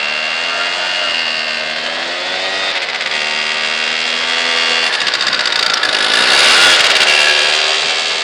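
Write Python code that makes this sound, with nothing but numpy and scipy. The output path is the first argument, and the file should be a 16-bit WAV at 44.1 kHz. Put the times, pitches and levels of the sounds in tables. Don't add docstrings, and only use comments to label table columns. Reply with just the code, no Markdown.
import sys
import numpy as np
from scipy import signal
from scipy.fft import rfft, irfft, next_fast_len
from scipy.io import wavfile
from scipy.ndimage import uniform_filter1d

SR = 44100
rng = np.random.default_rng(int(sys.argv[2]) if len(sys.argv) > 2 else 0)


def digitize_waveform(pressure):
    field = np.atleast_2d(pressure).T
    bounded = np.clip(field, -1, 1)
    quanta = np.round(bounded * 32767).astype(np.int16)
    wavfile.write(sys.argv[1], SR, quanta)


N = 362935

# t/s, turns per second/Hz
ENGINE_SPEED = [(0, 71.7), (.2, 77.4), (.41, 83.6), (.5, 85.9), (.62, 87.1), (.8, 90.17), (.9, 90.57),
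                (1.03, 86.9), (1.15, 82.7), (1.28, 80.2), (1.4, 78.8), (1.66, 78.3), (1.77, 78.8),
                (1.86, 80.7), (2.07, 86.7), (2.42, 94.5), (2.56, 96), (2.68, 96.3), (2.74, 94.3),
                (3.02, 78.18), (3.19, 75.85), (3.71, 77.9), (4.01, 80.03), (4.38, 83.7), (4.88, 81.7),
                (5.3, 65.19), (5.75, 52.99), (6, 50.81), (6.26, 61.51), (6.55, 84.98), (6.65, 90.77),
                (7.02, 76.21), (7.16, 75.04), (7.38, 74.31), (7.91, 80.35), (8.23, 80.49)]
# t/s, side (0 left front, 1 head-on, 2 right front, 3 right flank, 4 tail)
SIDE_FACING = [(0, 0), (1.4, 0), (2.1, 1), (2.68, 1), (3.1, 2), (4.8, 2), (5.2, 3), (6.2, 3), (6.7, 3.3),
               (7.15, 3.7), (7.7, 4), (8.23, 4)]
# t/s, distance/m
DISTANCE = [(0, 3.32), (1.1, 2.85), (1.6, 3.56), (2.2, 4.96), (2.65, 3.52), (3.6, 3.64), (4.2, 3.5),
            (4.7, 2.78), (5.6, 2.44), (6.15, 1.54), (6.38, 1.06), (6.62, 0.99), (7.2, 1.69), (7.7, 2.3),
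            (8.23, 3.2)]
# start/s, end/s, opening (0 shut, 1 full)
TWISTS = [(0.407, 1, 0.72), (1.827, 2.69, 0.68), (4.22, 4.875, 0.6), (5.967, 6.75, 0.16)]
# start/s, end/s, turns skipped, turns fired, exhaust gain/dB
STUTTERS = [(2.715, 2.847, 3, 3, -3), (2.848, 3.025, 3, 2, -3), (3.028, 3.105, 2, 2, -2),
            (4.881, 5.018, 3, 3, -1.5), (5.02, 5.225, 3, 2, 0), (5.228, 5.525, 2, 2, 0.5),
            (5.528, 5.76, 1, 1, 2), (5.78, 5.855, 2, 2, -3), (5.856, 5.915, 1, 1, 1),
            (6.764, 6.86, 2, 2, -1), (6.87, 7.02, 2, 2, -1), (7.035, 7.062, 2, 2, -1)]

# level/dB for each of the five sides, gain at full throttle/dB, gain per doubling of speed/dB
BARK_LEVELS = (-12, -13, -9, -13, -9.5, -1, -1)
CRACK_LEVELS = (-16, -10, -12, -28, -18, -10, -1)
HISS_LEVELS = (-29.5, -28.5, -24.5, -24, -21.5, 1.5, 6.5)
DRONE_LEVELS = (-34.5, -31, -31, -34, -62, 6.5, -6.5)
GROWL_LEVELS = (-46, -31.5, -37, -33, -33.5, 11.5, 3.5)
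HONK_LEVELS = (-18.5, -16, -18.5, -21.5, -18, 6.5, -4.5)
CLATTER_LEVELS = (-16, -11, -12.5, -11, -12, 2.5, 4.5)
FAN_LEVELS = (-17, -46, -54, -7, -47, -8.5, 14)

# f/Hz, gain/dB
RUMBLE_COLOUR = [(20, 3), (60, -3), (120, 3.5), (200, 8.5), (400, 6), (900, -40)]
BARK_COLOUR = [(150, -56), (700, -27), (1400, -1), (1900, -1), (2330, -1), (2750, 5), (3030, 3),
               (3350, 1.5), (4000, 4), (4900, -4), (5500, -5.5), (9000, -54)]
HISS_COLOUR = [(3000, -37), (5000, -4), (6000, 14), (7500, 11.5), (9000, 4), (10500, -21.5), (14000, -78.5)]
SIZZLE_COLOUR = [(7000, -37), (9300, 9), (10600, 2), (13000, -47)]
HONK_COLOUR = [(40, -50), (100, -35), (200, -31), (320, -20), (400, -8.5), (460, -4), (560, -1),
               (750, -1.5), (900, -3.5), (1150, -8), (1500, -2.5), (3000, -92)]
CLATTER_COLOUR = [(40, -55), (120, -25.5), (400, -10.5), (900, -4), (1400, -2), (1800, 2), (2400, -1.5),
                  (2750, -1), (3030, -1.5), (3400, -2), (4800, -3.5), (5500, -12.5), (10000, -74)]
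FAN_COLOUR = [(1200, -17.5), (1335, -13.5), (1390, -1), (1450, 0), (1580, -27)]

# f/Hz, width/Hz, gain/dB
PIPE_RINGS = [(173, 66, -11.5), (238.6, 47, 3.5), (366, 22, 4.5)]
CASING_RINGS = [(1480, 63, 7.5), (1990, 37, -11)]
CLINK_RINGS = [(5500, 93, 31), (5660, 150, 29)]
# f/Hz, width/Hz, gain/dB for each of the five sides
SILENCER_RINGS = [(1142, 88, 2, -11, -4, 13.5, -5), (1396, 160, -0.5, 6, -13, 2, -15),
                  (1810, 83, 10, -15, 5, -14, -1), (1913, 57, -21, 9.5, 14.5, -14, -21),
                  (2137, 150, 8, 9, 6, -28, 2), (2447, 120, 1.5, 2, -3.5, -12, -2.5),
                  (3302, 180, -12, 3, 1.5, -9, 1), (3560, 47, -20, 3, -20, -2, -3),
                  (3760, 76, -20, 6.5, -4, 5, 0.5), (4350, 94, 2, -1, -0.5, -4, -3),
                  (5170, 510, -29, -3, -1, 1, 0)]
AIRBOX_RINGS = [(291, 35, -19, -11, -9, -3, -8), (360, 144, -17, -19, -1.5, 11, 16.5),
                (501, 81, -12, -5, 3.5, -0.5, -4), (563, 52, -11, 7, -1, -3, -9),
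                (618.4, 28, 10.5, -6, 3, 10.5, 6), (684, 50, 6.5, 6, 2, -5, 11),
                (744, 24, -6, 2, 5, 10.5, 13.5), (909.5, 28, 8.5, 0, 9.5, 11, 5),
                (1180, 94, 10.5, -18, 10.5, 6.5, -9)]
GROWL_PITCH = (362, 358, 385, 362, 385)
# delay/s, f/Hz, decay/s, gain/dB
CRACKS = [(.0002, 2110, 0.00031, -2), (.0031, 3300, 0.00027, -7.5)]

# t/s, f/Hz, level/dB
SHELL_RING = [(0, 2730, -20), (.8, 2810, -24.5), (1.05, 2820, -19.5), (1.3, 2780, -21.5),
              (1.52, 2755, -26.5), (1.8, 2700, -35), (2.9, 2770, -47), (3.2, 2705, -23.5), (4, 2740, -24.5),
              (4.2, 2740, -30), (4.5, 2790, -24.5), (4.75, 2800, -21.5), (5.25, 2740, -33),
              (5.95, 2740, -52), (6.3, 2790, -22), (6.6, 2800, -19), (6.9, 2800, -20), (7.18, 2744, -14.5),
              (7.5, 2766, -26), (8.23, 2680, -38)]
TAILPIPE_RASP = [(0, 3310, -37), (.9, 3420, -29), (1.6, 3400, -36), (1.87, 3060, -27), (2.1, 3430, -30.5),
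                 (2.3, 3450, -24), (2.52, 3800, -31.5), (2.7, 3630, -24), (2.9, 3440, -43),
                 (3.2, 3260, -33), (4, 3240, -36), (4.45, 3410, -25.5), (4.8, 3400, -24), (5.1, 3730, -26),
                 (5.6, 3770, -24), (6.0, 3500, -25), (6.12, 3540, -20), (6.27, 3930, -27),
                 (6.42, 3920, -20), (6.5, 3400, -23), (6.64, 3440, -13.5), (7.0, 3140, -25.5),
                 (7.7, 3230, -21), (8.23, 3240, -23.5)]
THIN_WHINE = [(1.7, 4000, -52), (2.0, 4270, -45), (2.65, 4380, -38), (2.9, 4460, -55), (3.3, 4770, -28.5),
              (4.0, 4820, -26.5), (4.6, 5030, -41), (5.8, 4200, -38), (6.2, 4370, -36), (6.35, 4630, -16),
              (6.47, 5020, -26), (6.65, 5130, -26), (7.1, 4630, -27), (7.6, 4550, -26.5), (8.23, 4340, -33)]
MIDDLE_RING = [(1.7, 1560, -32), (2.05, 1740, -36), (2.3, 1830, -34), (2.6, 1920, -34), (2.9, 2020, -24),
               (3.2, 1990, -28), (3.9, 2064, -27), (4.6, 1920, -29), (5.1, 1930, -28), (6.1, 2010, -32),
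               (6.4, 2294, -20), (6.7, 2260, -26), (7, 2310, -18.5), (7.3, 2414, -21), (7.7, 2500, -25),
               (8.23, 2110, -39)]
WHIRR_TONE = [(4.7, 1800, -90), (4.9, 1720, -22), (5.15, 1657, -34), (5.35, 1470, -25.5), (5.6, 1443, -27),
              (5.7, 1370, -20), (5.85, 1337, -28), (6.2, 1370, -90)]
# t/s, level/dB
HOWL_SWELL = [(0, -45), (.7, -30), (1.3, -43), (1.95, -33), (2.2, -48), (4.6, -37), (4.95, -31), (5.2, -28),
              (5.75, -32), (5.85, -20), (6.35, -22), (6.55, -27), (7.05, -30), (7.28, -16), (7.55, -29),
              (8.23, -45)]
ZING_SWELL = [(0, -38), (.85, -37), (1.1, -29), (1.4, -26.5), (1.9, -42), (3.1, -44), (3.4, -33),
              (4.2, -40), (4.6, -25.5), (5.6, -24), (6.4, -31), (6.9, -26), (7.6, -28), (8.23, -39)]
THRUM_SWELL = [(2.2, -80), (2.38, -54), (2.68, -51), (2.82, -80)]

HELD_OPENING = .24


def gain(db):
    return 10 ** (np.asarray(db) / 20)


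def curves(table):
    times, *columns = np.transpose(table)
    return [np.interp(np.arange(N) / SR, times, column) for column in columns]


def unit(x):
    return x / np.sqrt(np.mean(x ** 2))


def even(x):
    return x / np.sqrt(uniform_filter1d(x ** 2, size=SR // 3) + 1e-12)


def colour(x, points):
    hz, db = np.transpose(points)
    n = next_fast_len(N + SR // 10, True)
    f = np.maximum(np.arange(n // 2 + 1) * SR / n, 1)
    return irfft(rfft(x, n) * gain(np.interp(np.log(f), np.log(hz), db)), n)[:N]


def wander(hz):
    return unit(colour(rng.standard_normal(N), [(hz, 0), (4 * hz, -25), (20 * hz, -80)]))


def blend(position, sounds):
    return sum(np.maximum(1 - np.abs(position - k), 0) * x for k, x in enumerate(sounds))


def ring(x, resonances):
    return sum(gain(db) * signal.lfilter(*signal.iirpeak(hz, hz / width, SR), x)
               for hz, width, db in resonances)


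def narrow_ring(x, hz, width_hz):
    resonance = [(hz, width_hz, 0)]
    return even(ring(ring(x, resonance), resonance))


def hollow_body(x, resonances, side, body_colour):
    rings = np.array([ring(x, [(hz, width, 0)]) for hz, width, *_ in resonances])
    sides = x + gain(np.array(resonances)[:, 2:]).T @ rings
    return even(colour(blend(side, sides), body_colour))


def clicks(times, sizes):
    at = times[:, None] * SR
    taps = at.astype(int) + np.arange(-7, 9)
    shape = np.sinc(taps - at) * np.sinc((taps - at) / 8)
    return np.bincount(np.clip(taps, 0, N).ravel(), (sizes[:, None] * shape).ravel(), N + 1)[:N]


def burst(times, sizes, rise_s, fall_s, noise_db):
    t = np.arange(SR // 40) / SR
    shape = (1 - np.exp(-t / rise_s)) * np.exp(-(t / fall_s) ** 2)
    pulses = clicks(times, sizes)
    paths = shape * rng.standard_normal((7, len(t)))
    for _ in range(3):
        spectrum = rfft(paths, 2 * len(t))
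        paths = irfft(spectrum / np.abs(spectrum))[:, :len(t)] * np.tanh(10 * shape)
    drift = np.linspace(0, len(paths) - 1, N)
    echoes = blend(drift, signal.oaconvolve(pulses[None], paths, axes=1)[:, :N])
    gas = signal.oaconvolve(pulses, shape)[:N] * rng.standard_normal(N)
    return even(echoes) + gain(noise_db) * even(gas)


def pings(times, sizes, hz, decay_s):
    at = (times * SR).astype(int)
    taps = at[:, None] + np.arange(1, SR // 30)
    t = taps / SR - times[:, None]
    pitch = hz[np.clip(at, 0, N - 1), None]
    tones = sizes[:, None] * t * np.exp(-t / decay_s) * np.sin(2 * np.pi * pitch * t)
    return even(np.bincount(np.clip(taps, 0, N).ravel(), tones.ravel(), N + 1)[:N])


def glide(times, sizes, table, decay_s, detune):
    hz, db = curves(table)
    return pings(times, sizes, hz * (1 + detune * rng.standard_normal(N)), decay_s) * gain(db)


def turns_so_far():
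    return np.cumsum(curves(ENGINE_SPEED)[0]) / SR


def crank():
    turns = turns_so_far()
    times = np.interp(np.arange(int(turns[-1]) + 1), turns, np.arange(N) / SR)
    fired = np.ones(len(times), bool)
    for start, end, skipped, lit, _ in STUTTERS:
        inside = np.flatnonzero((times > start) & (times < end))
        fired[inside] = np.arange(len(inside)) % (skipped + lit) >= skipped
    return times, fired


def throttle(wrist_s=.33):
    t = np.arange(N) / SR
    opening = np.full(N, HELD_OPENING)
    for start, end, wide in TWISTS:
        opening[(t > start) & (t < end)] = wide
    for start, end, *_ in STUTTERS:
        opening[(t > start) & (t < end)] = 0
    return uniform_filter1d(opening, size=int(wrist_s * SR))


def loudness(levels, side, opening):
    *sides_db, throttle_db, speed_db = levels
    doublings = np.log2(curves(ENGINE_SPEED)[0] / 80)
    db = blend(side, sides_db) + throttle_db * opening + speed_db * doublings
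    return gain(db) / curves(DISTANCE)[0]


def air_rumble(flank):
    air = unit(colour(rng.standard_normal(N), RUMBLE_COLOUR))
    return air * gain(-47.5 + 6.5 * flank + 2.8 * wander(hz=6.9))


def cracks(times, sizes):
    return sum(pings(times + delay, sizes, np.full(N, hz), decay) * gain(db)
               for delay, hz, decay, db in CRACKS)


def exhaust_rings(times, sizes, blast, flank):
    detune = .006 + .012 * np.minimum(2 * flank, 1)
    shell = glide(times + .000543, sizes, SHELL_RING, decay_s=.0027, detune=detune * .72)
    rasp = glide(times + .000987, sizes, TAILPIPE_RASP, decay_s=.0016, detune=detune)
    whine = glide(times + .000997, sizes, THIN_WHINE, decay_s=.0013, detune=detune)
    middle = glide(times, sizes, MIDDLE_RING, decay_s=.0025, detune=detune)
    howl = narrow_ring(blast, hz=1688, width_hz=124) * gain(curves(HOWL_SWELL)[0])
    zing = narrow_ring(blast, hz=4690, width_hz=640) * gain(curves(ZING_SWELL)[0])
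    return shell + rasp + whine + middle + howl + zing


def gas_hiss(times, sizes, flank, opening):
    puffs = burst(times, sizes, rise_s=.00057, fall_s=.0097, noise_db=5.5)
    stream = gain(-2 + 10 * opening) * rng.standard_normal(N)
    jet = (puffs + stream) * gain(1.23 * wander(hz=21))
    sizzle = flank * opening * even(colour(jet, SIZZLE_COLOUR)) * gain(11)
    return even(colour(jet, HISS_COLOUR)) + sizzle


def exhaust(times, fired, side, flank, opening):
    chance = rng.standard_normal((len(times), 2))
    firing_share = uniform_filter1d(fired * 1., size=9).clip(.25, 1)
    sizes = np.where(fired, 1, gain(-13)) / np.sqrt(firing_share) * gain(1.08 * chance[:, 0])
    times = times + (.00001 + .00022 * (1 - firing_share)) * chance[:, 1]
    shut = 1 - np.minimum(opening / HELD_OPENING, 1)
    noise_db = -6.5 + 13.4 * flank + 3.7 * shut
    blast = burst(times - .0004, sizes, rise_s=.00036, fall_s=.0077, noise_db=noise_db)
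    bark = hollow_body(blast, SILENCER_RINGS, side, BARK_COLOUR) * loudness(BARK_LEVELS, side, opening)
    crack = cracks(times, sizes) * loudness(CRACK_LEVELS, side, opening)
    rings = exhaust_rings(times, sizes, blast, flank)
    hiss = gas_hiss(times, sizes, flank, opening) * loudness(HISS_LEVELS, side, opening)
    t = np.arange(N) / SR
    stutter_db = sum(db * ((t > start) & (t < end)) for start, end, _, _, db in STUTTERS)
    return (bark + crack + rings + hiss) * gain(uniform_filter1d(stutter_db, size=SR // 50))


def pipe_drone(times, fired, miss_db=-11):
    missed = 1 - uniform_filter1d(fired * 1., size=5)
    sizes = gain(miss_db * missed + 1.7 * rng.standard_normal(len(times)))
    pipe = ring(clicks(times, sizes), PIPE_RINGS)
    low_hum = [(50, -48.5), (90, -47), (150, -3), (300, .5), (420, -20.5), (800, -31), (2000, -49)]
    return unit(colour(pipe, low_hum))


def chamber_growl(times, fired, side):
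    thumps = pings(times, np.where(fired, 1, .6), blend(side, GROWL_PITCH), decay_s=.0037)
    return colour(thumps, [(40, -43), (130, -26), (300, -1.5)])


def airbox_honk(times, fired, side):
    chance = rng.standard_normal((len(times), 2))
    sizes = np.where(fired, 1, .8) * gain(.76 * chance[:, 0])
    strokes = times + np.where(fired, .00004, .0005) * chance[:, 1]
    gulps = burst(strokes, sizes, rise_s=.0002, fall_s=.017, noise_db=-1)
    return hollow_body(gulps, AIRBOX_RINGS, side, HONK_COLOUR)


def engine_clatter(times, flank):
    chance = rng.standard_normal((len(times), 2))
    slap_times = times - .0026 + .00002 * chance[:, 0]
    slap = burst(slap_times, gain(3.5 * chance[:, 1]), rise_s=.00014, fall_s=.0019, noise_db=-6.5)
    rattle = burst(times + .004, np.ones(len(times)), rise_s=.0009, fall_s=.0113, noise_db=-2.5)
    churn = rng.standard_normal(N) * gain(-5 + 3.2 * flank)
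    engine = colour(gain(-3.5) * slap + rattle + churn, CLATTER_COLOUR)
    return even(engine + flank * ring(engine, CASING_RINGS))


def fan_tone(blades=16):
    flutter = wander(hz=13.6)
    tone = np.sin(2 * np.pi * blades * turns_so_far() + .25 * flutter)
    return colour(unit(tone), FAN_COLOUR) * gain(4.5 * flutter)


def deep_thrum():
    return unit(np.sin(2 * np.pi * turns_so_far())) * gain(curves(THRUM_SWELL)[0])


def transmission_whirr():
    hz, db = curves(WHIRR_TONE)
    roughness = wander(hz=58) + 1j * wander(hz=53)
    return np.real(roughness * np.exp(2j * np.pi * np.cumsum(hz) / SR)) * gain(db)


def metal_clink(at_s=5.741):
    return ring(clicks(np.array([at_s]), np.ones(1)), CLINK_RINGS)


def scene():
    times, fired = crank()
    side, opening = curves(SIDE_FACING)[0], throttle()
    flank = np.maximum(1 - np.abs(side - 3), 0)
    mix = air_rumble(flank) + exhaust(times, fired, side, flank, opening)
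    mix += pipe_drone(times, fired) * loudness(DRONE_LEVELS, side, opening)
    mix += chamber_growl(times, fired, side) * loudness(GROWL_LEVELS, side, opening)
    mix += airbox_honk(times, fired, side) * loudness(HONK_LEVELS, side, opening)
    mix += engine_clatter(times, flank) * loudness(CLATTER_LEVELS, side, opening)
    mix += fan_tone() * loudness(FAN_LEVELS, side, opening)
    mix += deep_thrum() + transmission_whirr() + metal_clink()
    return mix[None]


def record(dry):
    ceiling, treble_hz, bass_hz, top_hz = .76, 10700, 81, 15800
    wet = dry / (1 + (dry / ceiling) ** 8) ** (1 / 8)
    wet = signal.sosfilt(signal.ellip(6, .3, 55, treble_hz, fs=SR, output="sos"), wet)
    wet = signal.sosfilt(signal.butter(1, bass_hz, "high", fs=SR, output="sos"), wet)
    wet = np.clip(wet, -.75, .75)
    return signal.sosfilt(signal.ellip(8, .2, 70, top_hz, fs=SR, output="sos"), wet)


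dry = scene()
out = record(dry)
digitize_waveform(out)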